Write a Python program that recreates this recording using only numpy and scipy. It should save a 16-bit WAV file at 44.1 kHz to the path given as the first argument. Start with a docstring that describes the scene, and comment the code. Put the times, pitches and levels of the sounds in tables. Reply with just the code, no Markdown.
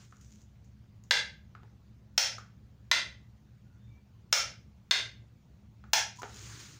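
"""Wall switch, close, in a small bare room

A phone close to a plastic wall switch hears it flipped on and off three times, each flip ringing round the walls.
A flip is a shaped pulse with two bounces through narrow ringing peaks; the phone's limiter ducks and recovers.
Filtered pulses knock and tick on the plate; shaped noise makes sliding skin, a squeak and a rustling sleeve.
Narrow bands of noise give a low wavering hum and faint far tones, over quiet rumble and hiss."""
import sys
import numpy as np
from scipy import signal
from scipy.fft import rfft, irfft, next_fast_len
from scipy.io import wavfile
from scipy.ndimage import uniform_filter1d, minimum_filter1d, map_coordinates

SR = 44100
rng = np.random.default_rng(int(sys.argv[2]) if len(sys.argv) > 2 else 0)


def log_audio(samples):
    """Write samples as a 16-bit WAV file to the path given in sys.argv[1]."""
    # one column per channel
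    frames = np.atleast_2d(samples).T
    # limit to full scale, then quantise
    limited = np.clip(frames, -1, 1)
    pcm = np.round(limited * 32767).astype(np.int16)
    wavfile.write(sys.argv[1], SR, pcm)


N = 299439

# flips of the rocker, on and off in turn, each with a resonance that the grip leaves free:
# (time [s], relative strength [dB], resonance [Hz], resonance level [dB])
ROCKER_FLIPS = [(1.1098, -8.5, 1733, -3), (2.1787, -6.5, 4495, -3), (2.9146, -8.5, 2020, -2.5),
                (4.3273, -6.5, 1210, 4), (4.9108, -8.5, 3590, -5), (5.9338, -7.5, 870, 2.5)]
# spectrum of the spring's blow against each end stop: (frequency [Hz], relative level [dB])
ON_BLOW_SPECTRUM = [(100, -45), (300, -23), (550, -7.5), (800, -6), (1200, -6.5), (1700, 0.5), (2700, -2.5),
                    (3600, 1.5), (5000, -2), (6500, -9.5), (9000, -5.5), (10200, -20.5), (13000, -21.5),
                    (15500, -19)]
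OFF_BLOW_SPECTRUM = [(100, -46), (300, -30.5), (550, -4), (800, -7), (1300, -9.5), (2000, -2), (2900, 0),
                     (4800, -2), (5800, 0.5), (6800, -4), (9000, -3.5), (11000, -12), (13000, -15),
                     (15500, -6.5)]
# narrow ringing peaks that the room gives the on and off clicks, before they are widened:
# (frequency [Hz], width [Hz], relative level [dB])
ON_RING_PEAKS = [(1090, 24, -11.5), (1420, 19, -6.5), (1583, 56, -2.5), (2070, 130, -5), (2714, 95, -5.5),
                 (3437, 110, -1), (3890, 70, -5), (4290, 37, -9), (4660, 63, -9.5), (5227, 220, -9.5),
                 (5650, 37, -10.5), (6250, 140, -2.5), (6300, 15, -11), (8780, 47, -34.5)]
OFF_RING_PEAKS = [(883, 100, -3.5), (1340, 25, 0), (1560, 240, -0.5), (2170, 110, -11.5), (3410, 81, -6),
                  (4200, 19, -10.5), (4387, 76, -4.5), (5050, 11, 2.5), (5340, 130, 0), (5900, 620, -5.5),
                  (6430, 64, -10.5), (6740, 24, -8), (7700, 32, -12.5), (8950, 75, -10.5)]
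# contact at each end stop: (time between bounces [s], bounce level [dB], widening of the peaks [Hz])
ON_STOP, OFF_STOP = (0.00115, -2.5, 8), (0.0011, -2, 16)

# fingers pressing and leaving the plate:
# (time [s], level [dB], thud of the board relative to the plate [dB])
FINGER_KNOCKS = [(0.125, -44.5, -21), (1.551, -39.5, -20), (1.633, -46, -7), (2.383, -34, -21),
                 (5.84, -43.5, -17.5), (6.219, -33, -15), (6.232, -24.5, -6)]
# lower resonances of the switch board: (frequency [Hz], width [Hz], relative level [dB])
BOARD_MODES = [(130, 45, -6), (257, 59, 4), (466, 170, 4.5), (867, 160, 15)]
# the plate's ring under a finger
KNOCK_HZ, KNOCK_WIDTH_HZ = 1286, 446
# ticks of a nail on plastic: (time [s], relative level [dB])
NAIL_TICKS = [(0.212, -43), (0.319, -45), (0.417, -45), (0.645, -48), (1.038, -45), (2.384, -39),
              (6.22, -30)]
# spectrum of a nail's tick: (frequency [Hz], relative level [dB])
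NAIL_SPECTRUM = [(500, -29.5), (2000, -1.5), (4500, -6), (6800, 12), (9000, -4.5), (12000, -4.5),
                 (15500, -8)]

# fingers sliding on the plate: (start [s], length before release [s], level [dB])
FINGER_SLIDES = [(0.074, 0.14, -72.5), (0.207, 0.2, -69.5), (6.151, 0.17, -62), (6.34, 0.1, -57.5)]
SLIDE_ATTACK_S, SLIDE_RELEASE_S = 0.004, 0.028
# spectrum of skin sliding on the plate: (frequency [Hz], relative level [dB])
SKIN_SPECTRUM = [(400, -10), (1000, -19), (2800, -3), (4500, 0), (6800, 7.5), (8500, 3), (11000, -8),
                 (15500, -12)]
# one squeak of a fingertip slipping off the rocker: (start [s], mean frequency [Hz], level [dB])
FINGERTIP_SQUEAK = (6.186, 985, -47)

# the arm reaching in and withdrawing: (time at full speed [s], length [s], rustle level [dB])
ARM_SWEEPS = [(0.01, 0.17, -60.5), (6.539, 0.62, -49.5)]
# spectrum of a rustling sleeve: (frequency [Hz], relative level [dB])
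CLOTH_SPECTRUM = [(50, -12), (110, 11), (200, 2), (300, 9), (400, 7), (700, -5.5), (1100, 5), (1600, 6.5),
                  (3000, 4.5), (5000, 5.5), (7000, 8.5), (9000, 2), (12000, -9.5), (15500, -9)]

# faint thin tones from far off: (time at the middle [s], frequency [Hz], level [dB])
FAR_TONES = [(3.73, 1430, -75), (3.87, 3590, -79), (3.95, 2330, -75)]
TONE_S, TONE_WIDTH_HZ = 0.18, 114
# bands of the hum: (frequency [Hz], width [Hz], level [dB])
HUM_BANDS = [(65.6, 7, -62.5), (112.53, 15, -58.5), (202.4, 33, -65.5)]
# spectrum of the quiet room's rumble and hiss: (frequency [Hz], relative level [dB])
AIR_SPECTRUM = [(20, -21), (45, -16), (60, -0.5), (90, -2), (150, -5), (220, -14), (280, -17.5),
                (400, -24.5), (800, -30), (2000, -36), (5000, -41), (15500, -46.5)]

# reverberation of the small bare room: (frequency [Hz], time to fall 60 dB [s])
ROOM_DECAY = [(150, 0.6), (500, 0.38), (1000, 0.28), (2000, 0.35), (4000, 0.31), (6500, 0.29), (9000, 0.25),
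              (12000, 0.26), (15500, 0.16)]
# the phone's microphone, a treble shelf and a port resonance: (frequency [Hz], level [dB])
MIC_RESPONSE = [(6900, -0.5), (7700, -8), (13600, -12.5), (14400, -2), (15100, 3.5), (15600, -8.5)]
TOP_HZ = 15750  # nothing passes above this


def switch(room, level_db=19, ring_db=7, grip_width_hz=160, wet_db=0.07, bounce_feed=0.45):
    """The spring throws the rocker at each stop in turn; it bounces twice and the click rings in the room."""
    out = np.zeros(N)
    positions = [
        (ON_BLOW_SPECTRUM, ON_RING_PEAKS, ON_STOP),
        (OFF_BLOW_SPECTRUM, OFF_RING_PEAKS, OFF_STOP),
    ]
    for flip, (s, db, grip_hz, grip_db) in enumerate(ROCKER_FLIPS):
        blow, peaks, (bounce_s, bounce_db, widening_hz) = positions[flip % 2]
        grip_mode = [(grip_hz, grip_width_hz, grip_db)]

        def ring_and_grip(f):
            ring = 1 + amp(ring_db) * resonances(peaks, f, widening_hz)
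            return ring * (1 + resonances(grip_mode, f))

        snap = filtered(impulse(blow), ring_and_grip)
        snap = amp(level_db + db) * snap / np.linalg.norm(snap)
        bounces = np.zeros(len(snap))
        for k in (1, 2):
            add(bounces, k * bounce_s, amp(bounce_db) * scuffed(snap, size=32))
        add(out, s, snap + bounces)
        # the echoes follow mostly the first blow, with the bounces fainter, so the tail stays smooth
        add(out, s, amp(wet_db) * echoes(snap + bounce_feed * bounces, room))
    return out


def fingers(room, treble_db=-17, knock_wet_db=-3.5, tick_db=1, tick_wet_db=-3):
    """Soft knocks ring the plate and thud in the board behind it; nails add bright ticks."""
    out = np.zeros(N)
    pad = impulse([(100, -26), (350, 7.5), (1400, -4), (2500, 0), (5000, 0), (15000, -66)])
    tick = impulse(NAIL_SPECTRUM)
    tick = tick / abs(tick).max()
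    for s, db, thud_db in FINGER_KNOCKS:

        def plate_and_board(f):
            plate = resonances([(KNOCK_HZ, KNOCK_WIDTH_HZ, 2)], f) ** 2
            return plate + amp(thud_db) * resonances(BOARD_MODES, f)

        knock = filtered(pad, plate_and_board)
        knock = knock / abs(knock).max()
        add(knock, 0, amp(treble_db) * scuffed(tick, size=128))
        add(out, s, amp(db) * knock)
        add(out, s, amp(db + knock_wet_db) * echoes(knock, room))
    for s, db in NAIL_TICKS:
        add(out, s, amp(db + tick_db) * scuffed(tick, size=40))
        add(out, s, amp(db + tick_db + tick_wet_db) * echoes(tick, room))
    return out


def skin(catch_rate=80, catch_db=-3, patch_db=2.0):
    """Skin hisses over the plate and catches at random, catch_rate times a second on average."""
    pressure = sum(amp(db) * stroke(s, length, SLIDE_ATTACK_S, SLIDE_RELEASE_S)
                   for s, length, db in FINGER_SLIDES)
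    hiss = patchy(noise(lambda f: amp(along(SKIN_SPECTRUM, f))), patch_db)
    catches = (rng.random(N) < catch_rate / SR) * rng.standard_normal(N)
    # a catch is a tiny, thin nail tick, tilted towards the treble
    thin_tick = np.diff(impulse(NAIL_SPECTRUM))
    ticks = unit(signal.fftconvolve(catches, thin_tick)[:N])
    return pressure * (hiss + amp(catch_db) * ticks)


def squeak(length_s=0.012, attack_s=0.0023, release_s=0.016, jitter=0.048, jitter_rate=600, rasp_db=-7):
    """Skin sticks and slips for a moment: an unsteady tone with a bright rasp once a cycle."""
    s, hz, db = FINGERTIP_SQUEAK
    unsteady_hz = hz * (1 + jitter * wobble(jitter_rate))
    phase = 2 * np.pi * np.cumsum(unsteady_hz) / SR
    hiss = noise(lambda f: amp(along(SKIN_SPECTRUM, f)))
    rasp = unit(hiss * (1 + np.cos(phase)) ** 2)
    tone = unit(np.sin(phase))
    return amp(db) * stroke(s, length_s, attack_s, release_s) * (tone + amp(rasp_db) * rasp)


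def sleeve(grain_db=1.0, grain_rate=90, patch_db=1.6,
           rumble_db=-3, rumble_hz=112, rumble_width_hz=25, rumble_lead_s=0.14):
    """Cloth rustles in step with the arm's speed; a low rumble runs ahead of it."""
    def speed(lead_s):
        return sum(amp(db) * swell(s - lead_s, length) for s, length, db in ARM_SWEEPS)

    cloth = patchy(noise(lambda f: amp(along(CLOTH_SPECTRUM, f))), patch_db)
    grain = unit(amp(grain_db * wobble(grain_rate)))
    rustle = speed(0) * grain * cloth
    rumble = amp(rumble_db) * speed(rumble_lead_s) * narrow(rumble_hz, rumble_width_hz)
    return rustle + rumble


def thin_tones():
    """Narrow bands of noise from far off, each swelling and fading once."""
    return sum(amp(db) * swell(s, TONE_S) * narrow(hz, TONE_WIDTH_HZ) for s, hz, db in FAR_TONES)


def background(air_db=-58, patch_db=2.0, swell_db=0.5, swell_rate=6):
    """Faint hiss and low rumble, with a hum that wavers in narrow bands."""
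    hum = sum(amp(db) * narrow(hz, width) for hz, width, db in HUM_BANDS)
    air = patchy(noise(lambda f: amp(along(AIR_SPECTRUM, f))), patch_db)
    return hum * amp(swell_db * wobble(swell_rate)) + amp(air_db) * air


def reflections(near_db=-1, near_s=0.002, far_db=1, build_s=0.005):
    """Quick dense echoes from the corner round the switch, then the diffuse tail of the room."""
    hz, frame_s, z = signal.stft(rng.standard_normal(SR * 2 // 3), SR, nperseg=256)
    decay_db = -60 * frame_s / along(ROOM_DECAY, hz)[:, None]
    tail = signal.istft(z * amp(decay_db), SR, nperseg=256)[1]
    t = np.arange(len(tail)) / SR
    tail = tail * (1 - np.exp(-(t / build_s) ** 2))
    corner = rng.standard_normal(len(t)) * (t / near_s) * np.exp(-t / near_s)
    return amp(near_db) * corner / np.linalg.norm(corner) + amp(far_db) * tail / np.linalg.norm(tail)


def echoes(sound, room, kept=0.48):
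    """The room's answer: part stays the same, part shifts as the hand moves."""
    # kept is a share of the energy
    response = np.sqrt(kept) * room + np.sqrt(1 - kept) * reflections()
    return signal.fftconvolve(sound, response)


def resonances(modes, f, widening_hz=0):
    """Summed response of modes (Hz, width Hz, dB), each widened by extra damping."""
    total = 0
    for centre, width, db in modes:
        loss = 1j * f * (width + widening_hz)
        total = total + amp(db) * loss / (centre * centre - f * f + loss)
    return total


def impulse(spectrum, size=4096):
    """The sharpest causal (minimum-phase) pulse with this spectrum, by folding its cepstrum."""
    hz = np.fft.rfftfreq(size, 1 / SR)
    cepstrum = irfft(np.log(amp(along(spectrum, hz))))
    cepstrum[1:size // 2] *= 2
    cepstrum[size // 2 + 1:] = 0
    return irfft(np.exp(rfft(cepstrum)))


def scuffed(sound, size):
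    """A contact spread over size samples, with a random colour of its own."""
    scrape = rng.standard_normal(size)
    return np.convolve(sound, scrape / np.linalg.norm(scrape))


def patchy(x, depth_db):
    """Random swells and gaps, each a few hundred hertz wide and a few tens of milliseconds long."""
    z = signal.stft(x, nperseg=512)[2]
    field = uniform_filter1d(rng.standard_normal(z.shape), size=5, axis=0)
    field = uniform_filter1d(field, size=7, axis=1)
    return unit(signal.istft(z * amp(depth_db * unit(field)), nperseg=512)[1][:N])


def noise(response):
    """Coloured noise of rms 1."""
    return unit(filtered(rng.standard_normal(N), response))


def narrow(hz, width):
    """A wavering tone of rms 1: a narrow band of noise."""
    return noise(lambda f: 1 / (1 + (2 * (f - hz) / width) ** 4))


def wobble(rate):
    """A smooth random curve, rate knots a second."""
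    knots = rng.standard_normal(int(N * rate / SR) + 4)
    return map_coordinates(knots, [np.arange(N) * rate / SR])


def stroke(s, length_s, attack_s, release_s):
    """An envelope that rises at time s, holds and dies away."""
    t = np.maximum(np.arange(N) / SR - s, 0)
    return (1 - np.exp(-t / attack_s)) * np.exp(-np.maximum(t - length_s, 0) / release_s)


def swell(s, length_s):
    """A smooth arch from rest to rest, highest at time s."""
    return np.cos(np.pi * np.clip((np.arange(N) / SR - s) / length_s, -.5, .5))


def filtered(x, response):
    """x times a response of frequency."""
    m = next_fast_len(len(x) + SR // 4)  # padded so that ringing dies away
    return irfft(rfft(x, m) * response(np.fft.rfftfreq(m, 1 / SR)), m)[:len(x)]


def along(points, hz):
    """(Hz, value) points read on a log axis."""
    f, v = np.transpose(points)
    return np.interp(np.log(hz + 1), np.log(f + 1), v)


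def amp(db):
    """Decibels to gain."""
    return 10 ** (np.asarray(db) / 20)


def unit(x):
    """Scale to rms 1."""
    return x / np.sqrt(np.mean(x ** 2) + 1e-20)


def add(track, s, sound):
    """Mix a sound into the track at time s."""
    part = track[max(round(s * SR), 0):][:len(sound)]
    part += sound[:len(part)]


def scene():
    """Everything that reaches the phone."""
    room = reflections()
    hand = fingers(room) + skin() + squeak() + sleeve()
    return (switch(room) + hand + thin_tones() + background())[None]


def limiter(x, ceiling_db, release_db_per_s, size=220):
    """The gain drops just ahead of a loud sound and climbs back at a steady rate in dB."""
    level_db = 10 * np.log10(abs(uniform_filter1d(x ** 2, size)) + 1e-12)
    needed_db = minimum_filter1d(np.minimum(ceiling_db - level_db, 0), 2 * size)
    climb_db = release_db_per_s * np.arange(N) / SR
    gain_db = np.minimum.accumulate(needed_db - climb_db) + climb_db
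    return x * amp(uniform_filter1d(gain_db, size))


def record(dry):
    """The phone's microphone colours the treble, its limiter holds the snaps, and the top is cut off."""
    coloured = filtered(dry[0], lambda f: amp(along(MIC_RESPONSE, f)))
    limited = limiter(coloured, ceiling_db=-17.5, release_db_per_s=126)
    return filtered(limited, lambda f: f < TOP_HZ)[None]


dry = scene()
out = record(dry)
log_audio(out)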